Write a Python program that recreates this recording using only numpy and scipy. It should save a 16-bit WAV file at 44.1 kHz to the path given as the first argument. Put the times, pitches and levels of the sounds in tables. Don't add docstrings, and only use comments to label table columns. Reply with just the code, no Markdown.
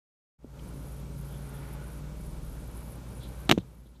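import sys
import numpy as np
from scipy import signal
from scipy.fft import rfft, irfft
from scipy.io import wavfile

SR = 44100
rng = np.random.default_rng(int(sys.argv[2]) if len(sys.argv) > 2 else 0)


def dump(signal):
    limited = np.clip(np.atleast_2d(signal).T, -1, 1)
    pcm = np.round(limited * 32767).astype(np.int16)
    wavfile.write(sys.argv[1], SR, pcm)


N = 176400
T = np.arange(N) / SR

# order of the cycle rate, level/dB
ENGINE_ORDERS = [(5, -49.5), (6, -38), (7, -56.5), (10, -55.5), (26, -59), (60, -64.5)]
# t/s, level/dB
BOOM_SWELL = [(1.9, -53), (2.25, -40), (2.5, -39), (3.05, -59)]
# f/Hz, relative level/dB
EXHAUST_COLOUR = [(25, -29), (50, -14.5), (85, -9.5), (125, -1), (180, -3), (230, -10.5), (330, -15),
                  (600, -22.5), (1500, -49)]
# t/s, f/Hz, level/dB
DRONE_CURVE = [(.4, 140.1, -43.5), (1.05, 140.7, -39.5), (1.7, 139.3, -41), (2.3, 153.7, -42.5),
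               (2.6, 164, -50.5), (2.68, 120.1, -46), (3.2, 122, -47), (4, 130.9, -42.5)]
# harmonic number, level/dB against the fundamental
DRONE_HARMONICS = [(2, -14.5), (3, -21.5), (4, -19.5)]
# t/s, f/Hz, level/dB
SING_CURVE = [(1.2, 1370, -67.5), (1.85, 1464, -57), (2.25, 1438, -71.5), (3.1, 1375, -70),
              (3.42, 1558, -63), (3.7, 1600, -79)]
# f/Hz, relative level/dB
WASH_COLOUR = [(100, -18.5), (280, -2), (560, -0.5), (700, -8.5), (900, -3.5), (1100, -7), (1450, -8.5),
               (1800, -15.5), (2400, -16.5), (4000, -22), (9000, -38.5)]
# f/Hz, width/Hz, level/dB against the wash
MACHINE_WHINES = [(834, 65, -15), (2299, 74, -20.5)]
# t/s, level/dB
WASH_RIDE = [(.4, -50), (1.2, -52), (1.45, -48), (1.75, -47.5), (2.2, -51.5), (2.7, -49.5), (3.0, -50),
             (3.4, -49.5), (4, -52)]
# f/Hz, relative level/dB
HISS_COLOUR = [(500, -9), (3300, 1.5), (7000, 2), (14500, -2.5)]
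# t/s, strength/dB, pitch factor, hardness cutoff/Hz
KNOCK_HITS = [(0.4445, -4.5, 1.28, 450), (3.5770, 5, 0.957, 2200), (3.858, -22, 0.98, 800)]
# f/Hz, relative level/dB, t60/s
KNOCK_RESONANCES = [(112, -23.5, 0.13), (188.6, -12, 0.067), (342, -15.5, 0.037), (470, -10, 0.014)]
# peak t/s, spread/s, f/Hz, width/Hz, level/dB
CHIRP_SWELLS = [(0.596, 0.0032, 2850, 1300, -48.5), (1.132, .012, 8750, 450, -61),
                (1.338, 0.035, 3350, 450, -59.5), (1.565, 0.022, 3360, 350, -60.5),
                (3.239, 0.023, 3750, 1000, -50), (3.6, 0.013, 3580, 900, -50.5),
                (3.869, 0.0084, 3560, 900, -54), (3.963, 0.0087, 3600, 900, -53)]
# start t/s, length/s, centre f/Hz, level/dB of a band at the centre
CHIRR_BURSTS = [(0.608, .1, 10300, -68.5), (0.734, .28, 11000, -67), (1.155, 0.2, 11160, -66),
                (1.358, .16, 10600, -66.5), (1.527, .22, 11100, -65), (1.813, 0.19, 10800, -65),
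                (2.166, 0.22, 10300, -67.5), (2.42, 0.35, 10580, -67.5), (2.749, 0.216, 11100, -63.5),
                (3.065, .2, 10200, -66.5), (3.28, 0.19, 10600, -66), (3.65, 0.28, 10900, -68.5)]
# t/s, signed shove, tick level/dB, tick pitch factor
CRACK_CONTACTS = [(3.4930, 0.02, -8, 1.2), (3.4950, -0.87, -12.5, 1.05), (3.4969, 0.92, -5, 1.1),
                  (3.5075, .3, -31.5, .8), (3.512, .04, -13, 1.12), (3.5131, -1.3, 5, .9),
                  (3.5151, 1.3, -4, 0.92), (3.5200, -0.052, -8, 1.13), (3.5235, 1.19, -7, 0.85),
                  (3.579, -.04, -26, 0.92), (3.5843, 0.096, -23, 1.1)]
# f/Hz, relative level/dB, t60/s
BODY_MODES = [(168, -29.5, 0.19), (221, -22, 0.13), (335, -22.5, .09), (387, -18.5, 0.073),
              (450, -23.5, 0.067), (724, -19, 0.016)]
# f/Hz, relative level/dB, t60/s
EDGE_MODES = [(2700, -1.5, 0.0028), (3300, -3.5, 0.0064), (6270, -12.5, .004), (12800, -27, 0.008)]
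# f/Hz, relative level/dB
SCRAPE_COLOUR = [(2000, -3.5), (3600, 5), (5000, -5.5), (6500, -0.5), (10200, -20), (13000, -10.5)]
# t/s, level/dB
FADE_CURVE = [(.375, -94), (.39, -26.5), (.45, -16.5), (.55, -9.5), (.64, -5)]


def from_db(db):
    return 10 ** (np.asarray(db) / 20)


def rms_one(x):
    return x / np.sqrt(np.mean(x ** 2) + 1e-20)


def automation(rows):
    times, *columns = np.transpose(rows)
    return [np.interp(T, times, column) for column in columns]


def drift(rate_hz):
    hop, run_in = 40, 2000
    pole = np.exp(-2 * np.pi * hop * rate_hz / SR)
    white = rng.standard_normal(N // hop + run_in + 2)
    slow = signal.lfilter([1], [1, -2 * pole, pole * pole], white)[run_in:]
    return np.interp(np.arange(N) / hop, np.arange(len(slow)), rms_one(slow))


def smooth(x, seconds):
    pole = np.exp(-1 / (seconds * SR))
    return signal.lfilter([1 - pole], [1, -pole], x + 1e-18)


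def impulse(s):
    return signal.unit_impulse(N, int(s * SR))


def ring(clicks, hz, t60):
    r, w = np.exp(-np.log(1000) / (t60 * SR)), 2 * np.pi * hz / SR
    return signal.lfilter([0, np.sin(w)], [1, -2 * r * np.cos(w), r * r], clicks + 1e-18)


def noise(colour):
    hz, db = np.transpose(colour)
    bins = np.maximum(np.arange(N // 2 + 1) * SR / N, 1)
    gain = from_db(np.interp(np.log(bins), np.log(hz), db)) * np.minimum(bins / hz[0], 1) ** 2
    return rms_one(irfft(rfft(rng.standard_normal(N)) * gain, N))


def band_noise(hz, width_hz):
    edges = np.clip([hz - width_hz / 2, hz + width_hz / 2], 20, .45 * SR)
    band_pass = signal.butter(2, edges, "band", fs=SR, output="sos")
    return rms_one(signal.sosfilt(band_pass, rng.standard_normal(N)))


def tone(hz):
    return np.sqrt(2) * np.sin(2 * np.pi * (np.cumsum(hz) / SR + rng.random()))


def swell(peak_s, spread_s, hz, width_hz, db):
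    return from_db(db) * np.exp(-.5 * ((T - peak_s) / spread_s) ** 2) * band_noise(hz, width_hz)


def idling_engine(cycle_hz=9.76, boom_order=4, exhaust_db=-41):
    cycle = cycle_hz * (1 + .004 * drift(2))
    partials = [tone(round(order) * cycle) for order, _ in ENGINE_ORDERS]
    hum = sum(partial * from_db(db + 1.2 * drift(3)) for partial, (_, db) in zip(partials, ENGINE_ORDERS))
    boom = from_db(automation(BOOM_SWELL)[0]) * tone(boom_order * cycle)
    firing = 1 + .205 * partials[1]
    return hum + boom + from_db(exhaust_db) * noise(EXHAUST_COLOUR) * firing


def vehicle_drone(wander=.005, flutter_db=1.3, fading_db=2.5):
    hz, level_db = automation(DRONE_CURVE)
    hz = hz * (1 + wander * drift(4.2))
    overtones = sum(from_db(db + fading_db * drift(3.8)) * tone(round(k) * hz)
                    for k, db in DRONE_HARMONICS)
    return from_db(level_db + flutter_db * drift(6)) * (tone(hz) + overtones)


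def tyres(blur_hz=30):
    hz, sing_db = automation(SING_CURVE)
    sing = rms_one(drift(blur_hz) * tone(hz) + drift(blur_hz) * tone(hz + blur_hz))
    wash = noise(WASH_COLOUR) + sum(from_db(db) * band_noise(f, width) for f, width, db in MACHINE_WHINES)
    wash_db = automation(WASH_RIDE)[0] + .6 * drift(20)
    return from_db(sing_db) * sing + from_db(wash_db) * wash


def hiss(level_db=-56.5):
    return from_db(level_db) * noise(HISS_COLOUR)


def knocks():
    out = 0
    for s, strength_db, pitch, hardness_hz in KNOCK_HITS:
        contact_s = 1 / (2 * np.pi * hardness_hz)
        force = from_db(strength_db) * smooth(smooth(impulse(s), contact_s), contact_s)
        for polarity, (hz, db, t60) in zip((-1, -1, 1, 1), KNOCK_RESONANCES):
            out += polarity * from_db(db) * ring(force, hz * pitch, t60 / pitch)
    return out


def chirps():
    return sum(swell(*row) for row in CHIRP_SWELLS)


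def chirring(band_hz=500, spread_hz=1560, ramp_s=.033, flicker_db=2.2, grain_db=3):
    bands = np.arange(8000, 13500, band_hz)
    start, length, centre_hz, db = np.transpose(CHIRR_BURSTS)[:, :, None]
    gates = np.clip(np.minimum(T - start, start + length - T) / ramp_s + .5, 0, 1)
    colours = from_db(db) * np.exp(-.5 * ((bands - centre_hz) / spread_hz) ** 2)
    envelopes = colours.T @ gates
    flicker = [flicker_db * drift(30) for _ in range(len(bands) + 1)]
    chirr = sum(envelopes[k] * from_db(flicker[k] + flicker[k + 1]) * band_noise(hz, band_hz)
                for k, hz in enumerate(bands))
    return chirr * from_db(grain_db * drift(110))


def passing_car():
    return swell(peak_s=1.72, spread_s=.22, hz=1560, width_hz=1040, db=-57.5)


def crack(shove_s=.0002, click_hz=8000):
    shove, ticks = 0, 0
    for s, push, tick_db, pitch in CRACK_CONTACTS:
        shove += push * np.exp(-np.minimum(np.abs(T - s - shove_s / 2) / shove_s, 20))
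        click = np.sign(push) * from_db(tick_db) * smooth(impulse(s), 1 / (2 * np.pi * click_hz))
        ticks += sum(from_db(db) * ring(click, hz * pitch, t60) for hz, db, t60 in EDGE_MODES)
    force = shove / (2 * shove_s * SR)
    body = sum(from_db(db) * ring(force, hz, t60) for hz, db, t60 in BODY_MODES)
    punch = signal.sosfilt(signal.butter(2, 130, "high", fs=SR, output="sos"), shove)
    return punch + body + ticks


def rubbing(scrape_db=-15.5, scrape_s=.0012, tail_db=-45, tail_s=.011):
    energy = sum(from_db(db) ** 2 * impulse(s) for s, _, db, _ in CRACK_CONTACTS)
    power = sum(from_db(db) ** 2 * decay_s * SR * smooth(energy, decay_s)
                for db, decay_s in ((scrape_db, scrape_s), (tail_db, tail_s)))
    return noise(SCRAPE_COLOUR) * np.sqrt(power)


def scene():
    bed = passing_car() + idling_engine() + vehicle_drone() + tyres()
    top = chirring() + hiss() + chirps()
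    hits = knocks() + crack() + rubbing()
    return (bed + top + hits)[None]


def record(dry, threshold_db=-25.5, attack_s=.18, release_db_per_s=2.5, ceiling=.86, cutoff_hz=14560):
    faded = dry[0] * from_db(automation(FADE_CURVE)[0]) * (T > FADE_CURVE[0][0])
    level_db = 10 * np.log10(smooth(faded ** 2, .01) + 1e-12)
    over_db = np.maximum(level_db - threshold_db, 0)
    release_db = release_db_per_s * T
    held_db = np.maximum.accumulate(over_db + release_db) - release_db
    clipped = np.clip(faded * from_db(-smooth(held_db, attack_s)), -ceiling, ceiling)
    top_cut = signal.ellip(12, .1, 100, cutoff_hz, fs=SR, output="sos")
    return signal.sosfilt(top_cut, clipped)[None]


dry = scene()
out = record(dry)
dump(out)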